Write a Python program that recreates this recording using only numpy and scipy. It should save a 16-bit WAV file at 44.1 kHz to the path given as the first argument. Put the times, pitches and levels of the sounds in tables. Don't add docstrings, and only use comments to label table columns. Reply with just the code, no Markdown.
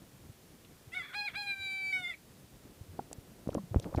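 import sys
import numpy as np
from scipy import signal
from scipy.fft import rfft, irfft
from scipy.io import wavfile
from scipy.ndimage import uniform_filter1d, minimum_filter1d

SR = 44100
rng = np.random.default_rng(int(sys.argv[2]) if len(sys.argv) > 2 else 0)


def undo_db(level):
    steps = np.asarray(level, float) / 20
    return 10 ** steps


def store_wav(level_fs):
    pcm = np.round(np.clip(np.atleast_2d(level_fs), -1, 1) * 32767)
    wavfile.write(sys.argv[1], SR, pcm.T.astype(np.int16))


N = 176400


def at_hz(points, hz):
    table_hz, value = np.transpose(points)
    return np.interp(np.log(hz), np.log(table_hz), value)


def rms_one(x):
    return x / np.sqrt(np.mean(x ** 2) + 1e-20)


def drift(rate_hz):
    r = np.exp(-2 * np.pi * rate_hz / SR)
    wander = signal.lfilter([1], [1, -2 * r, r * r], rng.standard_normal(N + SR))
    return rms_one(wander[SR:])


def coloured(spectrum):
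    hz = np.maximum(np.fft.rfftfreq(N, 1 / SR), 1)
    return rms_one(irfft(rfft(rng.standard_normal(N)) * undo_db(at_hz(spectrum, hz)), N))


def resonance(x, hz, width_hz):
    r = np.exp(-np.pi * width_hz / SR)
    poles = [1, -2 * r * np.cos(2 * np.pi * hz / SR), r * r]
    return signal.lfilter([(1 - r * r) / 2, 0, (r * r - 1) / 2], poles, x)


def add(out, start_s, piece):
    i = int(start_s * SR)
    out[i:i + len(piece)] += piece[:N - i]


def crow():
    # time_s, pitch_hz, windpipe_ring_db, throat_sac_db, beak_opening_db
    note_a = [(.918, 617, -61, -78, -70), (.94, 683, -39.5, -56.5, -56), (.952, 740, -49, -48.5, -47),
              (.974, 742, -33, -50.5, -62), (.99, 721.5, -43.5, -46, -47), (1.002, 679, -38.5, -54, -57),
              (1.024, 672, -47, -53, -51)]
    note_b = [(1.133, 620, -54, -53, -53), (1.149, 809, -40.5, -45, -52), (1.167, 828, -42.5, -45.5, -51),
              (1.192, 829.2, -45, -44, -38.5), (1.22, 821.4, -38.5, -46.5, -46.5),
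              (1.237, 825, -48.5, -48, -56), (1.259, 829, -41, -52, -45), (1.284, 764, -34, -51.5, -54),
              (1.306, 589, -68, -70, -56)]
    note_c = [(1.338, 636.5, -78, -65, -80), (1.36, 786, -37.5, -47.5, -48.5),
              (1.382, 828.4, -43.5, -47, -45.5), (1.402, 820.6, -49.5, -47, -41),
              (1.419, 823.4, -47, -49, -41), (1.436, 806.4, -43.5, -50.5, -55),
              (1.459, 816, -49.5, -52, -57), (1.472, 804.3, -39.5, -49, -43.5),
              (1.514, 797.5, -34.5, -47, -42.5),
              (1.538, 784.4, -40.5, -52, -52), (1.555, 785, -48.5, -52.5, -65),
                   (1.622, 781.7, -42, -53, -46), (1.67, 778.2, -39, -56.5, -46.5),
                   (1.727, 775.3, -36, -58, -53), (1.8, 773.3, -36.5, -59, -54.5),
                   (1.907, 769.4, -35.5, -66, -58)]
    note_d = [(1.923, 768, -44.5, -52, -61), (1.929, 749.6, -31, -56, -49), (1.968, 748, -33, -45, -53),
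              (2.019, 728.3, -52, -53, -52), (2.052, 702.4, -36, -61, -43), (2.078, 700.4, -35.5, -62, -49),
              (2.084, 721.4, -52.5, -57, -52), (2.103, 702, -34.5, -56.5, -43.5),
              (2.141, 617, -58.5, -72, -81)]
    # pitch_hz, level_db
    fundamental = [(600, -66), (690, -64.5), (730, -56), (785, -64), (800, -55.5), (835, -47.5)]
    fourth = [(690, -62), (745, -57.5), (772, -65), (785, -69.5), (800, -62.5), (830, -54.5)]
    sixth = [(700, -72.5), (745, -62.5), (768, -52.5), (777, -58), (790, -68.5), (825, -59.5)]
    ceiling_db = -45
    low_shimmer = 0.64
    wobble, flutter = 1 + 0.00173 * drift(58.5), drift(164)
    shimmer_db = [4 * drift(10.6) for k in range(4)]
    out = np.zeros(N)
    for note, thin_db in ((note_a, -3), (note_b, 0), (note_c + note_d, 0)):
        time_s, *columns = np.transpose(note)
        i = np.arange(int(time_s[0] * SR), int(time_s[-1] * SR))
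        hz, ring, sac, beak = [np.interp(i / SR, time_s, column) for column in columns]
        glide = uniform_filter1d(np.abs(np.gradient(np.log(hz))) * SR, size=400)
        unsteady = wobble[i] + 0.004 * glide * flutter[i]
        phase = 2 * np.pi * np.cumsum(hz * unsteady) / SR
        waver = [db[i] for db in shimmer_db]
        sac_push = 0.084 * (sac + 53)
        levels = [
            sac_push + at_hz(fundamental, hz) + thin_db,
            sac,
            ring,
            sac_push + at_hz(fourth, hz) + low_shimmer * waver[0],
            beak,
            at_hz(sixth, hz) + np.minimum(ring - ceiling_db, 0) + low_shimmer * waver[2],
        ]
        for k in range(7, 18):
            levels.append(np.minimum(ring, ceiling_db) + thin_db + lift(k * hz) + waver[k % 4])
        harmonics = sum(undo_db(db) * np.sin((k + 1) * phase + k * k) for k, db in enumerate(levels))
        edge = np.clip(np.minimum(i - i[0], i[-1] - i) / (0.002 * SR), 0, 1)
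        out[i] += edge * np.sqrt(2) * harmonics
    return out


def lift(hz):
    # pitch_hz, width_hz, level_db
    upper = [(4800, 380, -20), (5190, 350, -24.5), (5860, 330, -26), (6910, 380, -23), (7400, 300, -23.5),
             (8100, 600, -25.5), (8540, 180, -25), (9380, 220, -24.5), (9630, 410, -22.5),
             (10740, 300, -29), (12600, 450, -28)]
    lifts = [-38 + 0 * hz]
    for f, width, db in upper:
        lifts.append(db - 20 * np.log10(1 + (2 * (hz - f) / width) ** 2))
    return np.max(lifts, axis=0)


def rasps():
    # start_s, length_s, level_db, first_pulse_rate_hz, last_pulse_rate_hz
    links = [
        (.93, 0.078, -57, 349, 340),
        (1.013, 0.061, -47, 590, 549.5),
        (1.049, 0.088, -52.5, 680, 438.4),
        (1.12, 0.042, -50.5, 485, 691),
        (1.266, 0.07, -53.5, 394.5, 292),
        (1.33, 0.035, -47.5, 301, 407.5),
    ]
    gulp = (2.124, .036, -50, 230, 180)
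    # pitch_hz, width_hz, level_db
    open_throat = [(1450, 700, -2), (2250, 400, 0), (3400, 130, 3), (4200, 600, -19)]
    shut_throat = [(2220, 190, 3), (4000, 250, -16)]
    out = np.zeros(N)
    for row, throat in [(link, open_throat) for link in links] + [(gulp, shut_throat)]:
        start_s, length_s, db, first_hz, last_hz = row
        add(out, start_s, undo_db(db) * rasp(length_s, first_hz, last_hz, throat))
    return out


def rasp(length_s, first_hz, last_hz, throat):
    n = int(length_s * SR)
    rate = np.geomspace(first_hz, last_hz, n) * (1 + 0.035 * drift(120)[:n])
    turns = np.cumsum(rate) / SR
    pulses = np.diff(np.floor(turns), prepend=0) * 10
    source = pulses + 0.85 * rng.standard_normal(n)
    voiced = np.zeros(n)
    for k, (hz, width, db) in enumerate(throat):
        hollow = resonance(resonance(source, hz, width), hz, 2 * width)
        voiced += (-1) ** k * undo_db(db) * hollow
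    return rms_one(voiced) * np.sin(np.pi * np.arange(n) / n)


def slide():
    # time_s, pitch_hz, level_db
    path = [(1.044, 2045, -72), (1.065, 1910, -61), (1.082, 1756, -62), (1.097, 1476, -63),
            (1.118, 1460, -54), (1.13, 1480, -57)]
    time_s, hz, db = np.transpose(path)
    t = np.arange(N) / SR
    pitch = np.interp(t, time_s, hz) * (1 + 0.012 * drift(145))
    level = undo_db(np.interp(t, time_s, db, left=-150, right=-150))
    return level * np.sqrt(2) * np.sin(2 * np.pi * np.cumsum(pitch) / SR)


def pen(x):
    t60_s, tail_db, cut_hz = 0.12, -18, 6000
    t = np.arange(SR // 3) / SR
    tail = rng.standard_normal(len(t)) * undo_db(-60 * t / t60_s) * (t > 0.004)
    tail = signal.sosfilt(signal.butter(2, cut_hz, fs=SR, output="sos"), tail)
    tail /= np.sqrt(np.sum(tail ** 2))
    return x + undo_db(tail_db) * signal.fftconvolve(x, tail)[:N]


def handling():
    return thumps() + knocks() + ticks() + rubbing()


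def ringing(hz, cycles):
    t = np.arange(SR // 4) / SR * abs(hz) * 4 / cycles
    return np.sign(hz) * np.sin(np.pi * t * cycles / 2) * t * np.exp(1 - t)


def thumps():
    # start_s, peak_db, pitch_hz (minus: starts inward), ring_cycles
    pushes = [(0.294, -40.5, 112, 1.95), (0.872, -46.5, 105, 2.1), (1.593, -48.5, 88, 2.3),
              (2.809, -38, 95, 1.7), (2.879, -46.5, 89, 6), (3.183, -36, -100, 0.9),
              (3.473, -24.5, 214, 1.26), (3.488, -29.5, -130, 0.72), (3.522, -38, 200, .8),
              (3.747, -29.5, -170, 0.76), (3.57, -24, 239, 1.55), (3.587, -39, 195, 9.2),
              (3.635, -38.5, 170, 3.4), (3.711, -31.5, 107, 2.6), (3.764, -16, -72, 0.78),
              (3.779, -30, -115, 2.6), (3.9487, -23, 150, 0.6), (3.9695, -22.5, -81, 1.5)]
    out = np.zeros(N)
    for start_s, db, hz, cycles in pushes:
        add(out, start_s, undo_db(db) * ringing(hz, cycles))
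    return out


def knocks():
    # start_s, peak_db, pitch_hz (minus: starts inward), ring_cycles
    hits = [(2.991, -29.5, 415, 1.27), (2.993, -30, 785, 5), (3.114, -38, 469, 0.89),
            (3.128, -45.5, 704, 3.2), (3.474, -39.5, 700, 0.84), (3.462, -51, 745, 3.7),
            (3.4902, -26.5, -520, 2.45), (3.531, -48, 1300, 5.4), (3.5505, -24, -520, 1.74),
            (3.555, -28.5, 336, 1.75), (3.578, -35, 593, 3.5), (3.581, -44, 1071, 9.4),
            (3.7447, -24, 600, 1.14), (3.767, -27, -260, 0.39), (3.7601, -16, 165, 0.58),
            (3.798, -39.5, 507, 2.8), (3.844, -35.5, 1700, 0.77), (3.928, -36, -520, 2),
            (3.9408, -42.5, -1200, 5.3), (3.9474, -29, -800, 2.9), (3.9845, -29.5, 648, 2.3),
            (3.993, -30.5, 750, 1.7)]
    # pitch_ratio, level_db
    modes = [(1.0, 2.5), (1.75, -15.5)]
    out = np.zeros(N)
    for start_s, db, hz, cycles in hits:
        for ratio, mode_db in modes:
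            add(out, start_s, undo_db(db + mode_db) * ringing(hz * ratio, cycles * ratio))
    return out


def ticks():
    # start_s, peak_db, pitch_hz, t60_s (time to fall 60 dB)
    snaps = [(0.647, -49, 2900, 0.054), (3.1298, -31.5, 6550, 0.0051), (3.129, -45, 1900, 0.0067),
             (3.5045, -49, 2500, 0.005), (3.48, -52, 5000, .01), (3.523, -52, 4600, 0.038),
             (3.5453, -33, 6800, 0.0045), (3.549, -43, 2900, 0.011), (3.7981, -36, 4400, 0.0042),
             (3.7981, -38.5, 7100, 0.0064), (3.7592, -51, 2600, 0.0078), (3.947, -49.5, 3500, 0.018),
             (3.8223, -48.5, 4300, 0.085), (3.972, -42, 1960, 0.063), (3.96, -46, 4600, .04),
             (3.9985, -48, 2500, .01)]
    spread = 1.316
    out = np.zeros(N)
    t = np.arange(SR // 10) / SR
    for start_s, db, hz, t60_s in snaps:
        swell = np.minimum(t / (0.02 * t60_s), 1)
        burst = rng.standard_normal(len(t)) * undo_db(-60 * t / t60_s) * swell
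        edges = [hz / spread, min(hz * spread, 0.4 * SR)]
        burst = signal.sosfilt(signal.butter(2, edges, "band", fs=SR, output="sos"), burst)
        add(out, start_s, undo_db(db) * burst / np.abs(burst).max())
    return out


def rubbing():
    # time_s, level_db
    grip = [(2.75, -63), (2.9, -67), (3.12, -57.5), (3.25, -63.5), (3.45, -62), (3.589, -41), (3.61, -79.5),
            (3.736, -52), (3.83, -51), (3.867, -39.5), (3.93, -49), (3.969, -50), (3.98, -29), (4.0, -45)]
    # pitch_hz, level_db
    rub_colour = [(60, 6), (150, 6.5), (300, 7.5), (700, -3.5), (1070, -13), (1500, -21), (2500, -43)]
    time_s, db = np.transpose(grip)
    level_db = np.interp(np.arange(N) / SR, time_s, db, left=-120)
    grain_db = 2 * drift(40)
    return undo_db(level_db + grain_db) * coloured(rub_colour)


def air():
    # pitch_hz, level_db
    air_colour = [(15, -38), (25, -6.5), (141, -1), (344, -6.5), (936, -17), (1290, -18), (1480, -19),
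                  (9320, -23.5), (16000, -25)]
    noise = coloured(air_colour)
    breeze = signal.sosfiltfilt(signal.butter(1, 497, fs=SR, output="sos"), noise)
    hiss = noise - breeze
    return undo_db(-58.5) * (hiss + breeze * undo_db(3.5 * drift(8.2)))


def muted(x):
    # pitch_hz, level_db against the strong neighbour
    mute_under = [(1500, -60), (2700, -45), (4400, -27), (5500, -25), (7000, -20), (8500, -16.5),
                  (12000, -16)]
    reach, lag = 29, 3
    hz, _, z = signal.stft(x, SR, nperseg=1024, noverlap=768)
    db = 10 * np.log10(uniform_filter1d(np.abs(z) ** 2, size=3, axis=-2) + 1e-20)
    beside = -minimum_filter1d(-db, size=reach, axis=-2)
    before = np.roll(uniform_filter1d(db, size=reach, axis=-2), lag, axis=-1)
    near = np.maximum(beside, 10 + before)
    band = uniform_filter1d(-minimum_filter1d(-db, size=3, axis=-2), size=3, axis=-1)
    faint = band < near + at_hz(mute_under, hz + 1)[:, None]
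    gain = uniform_filter1d(undo_db(-18 * faint), size=3, axis=-1)
    return signal.istft(z * gain, SR, nperseg=1024, noverlap=768)[1][..., :N]


def scene():
    bird = crow() + rasps() + slide()
    return (pen(bird) + handling() + air())[None]


def band_limit(x):
    return signal.sosfilt(signal.butter(12, 16250, fs=SR, output="sos"), x)


def record(dry):
    low_cut = signal.butter(2, 32, "high", fs=SR, output="sos")
    top_cut = signal.cheby2(16, 50, 15900, fs=SR, output="sos")
    heard = signal.sosfilt(np.vstack([low_cut, top_cut]), dry)
    return band_limit(muted(heard))


dry = scene()
out = record(dry)
store_wav(out)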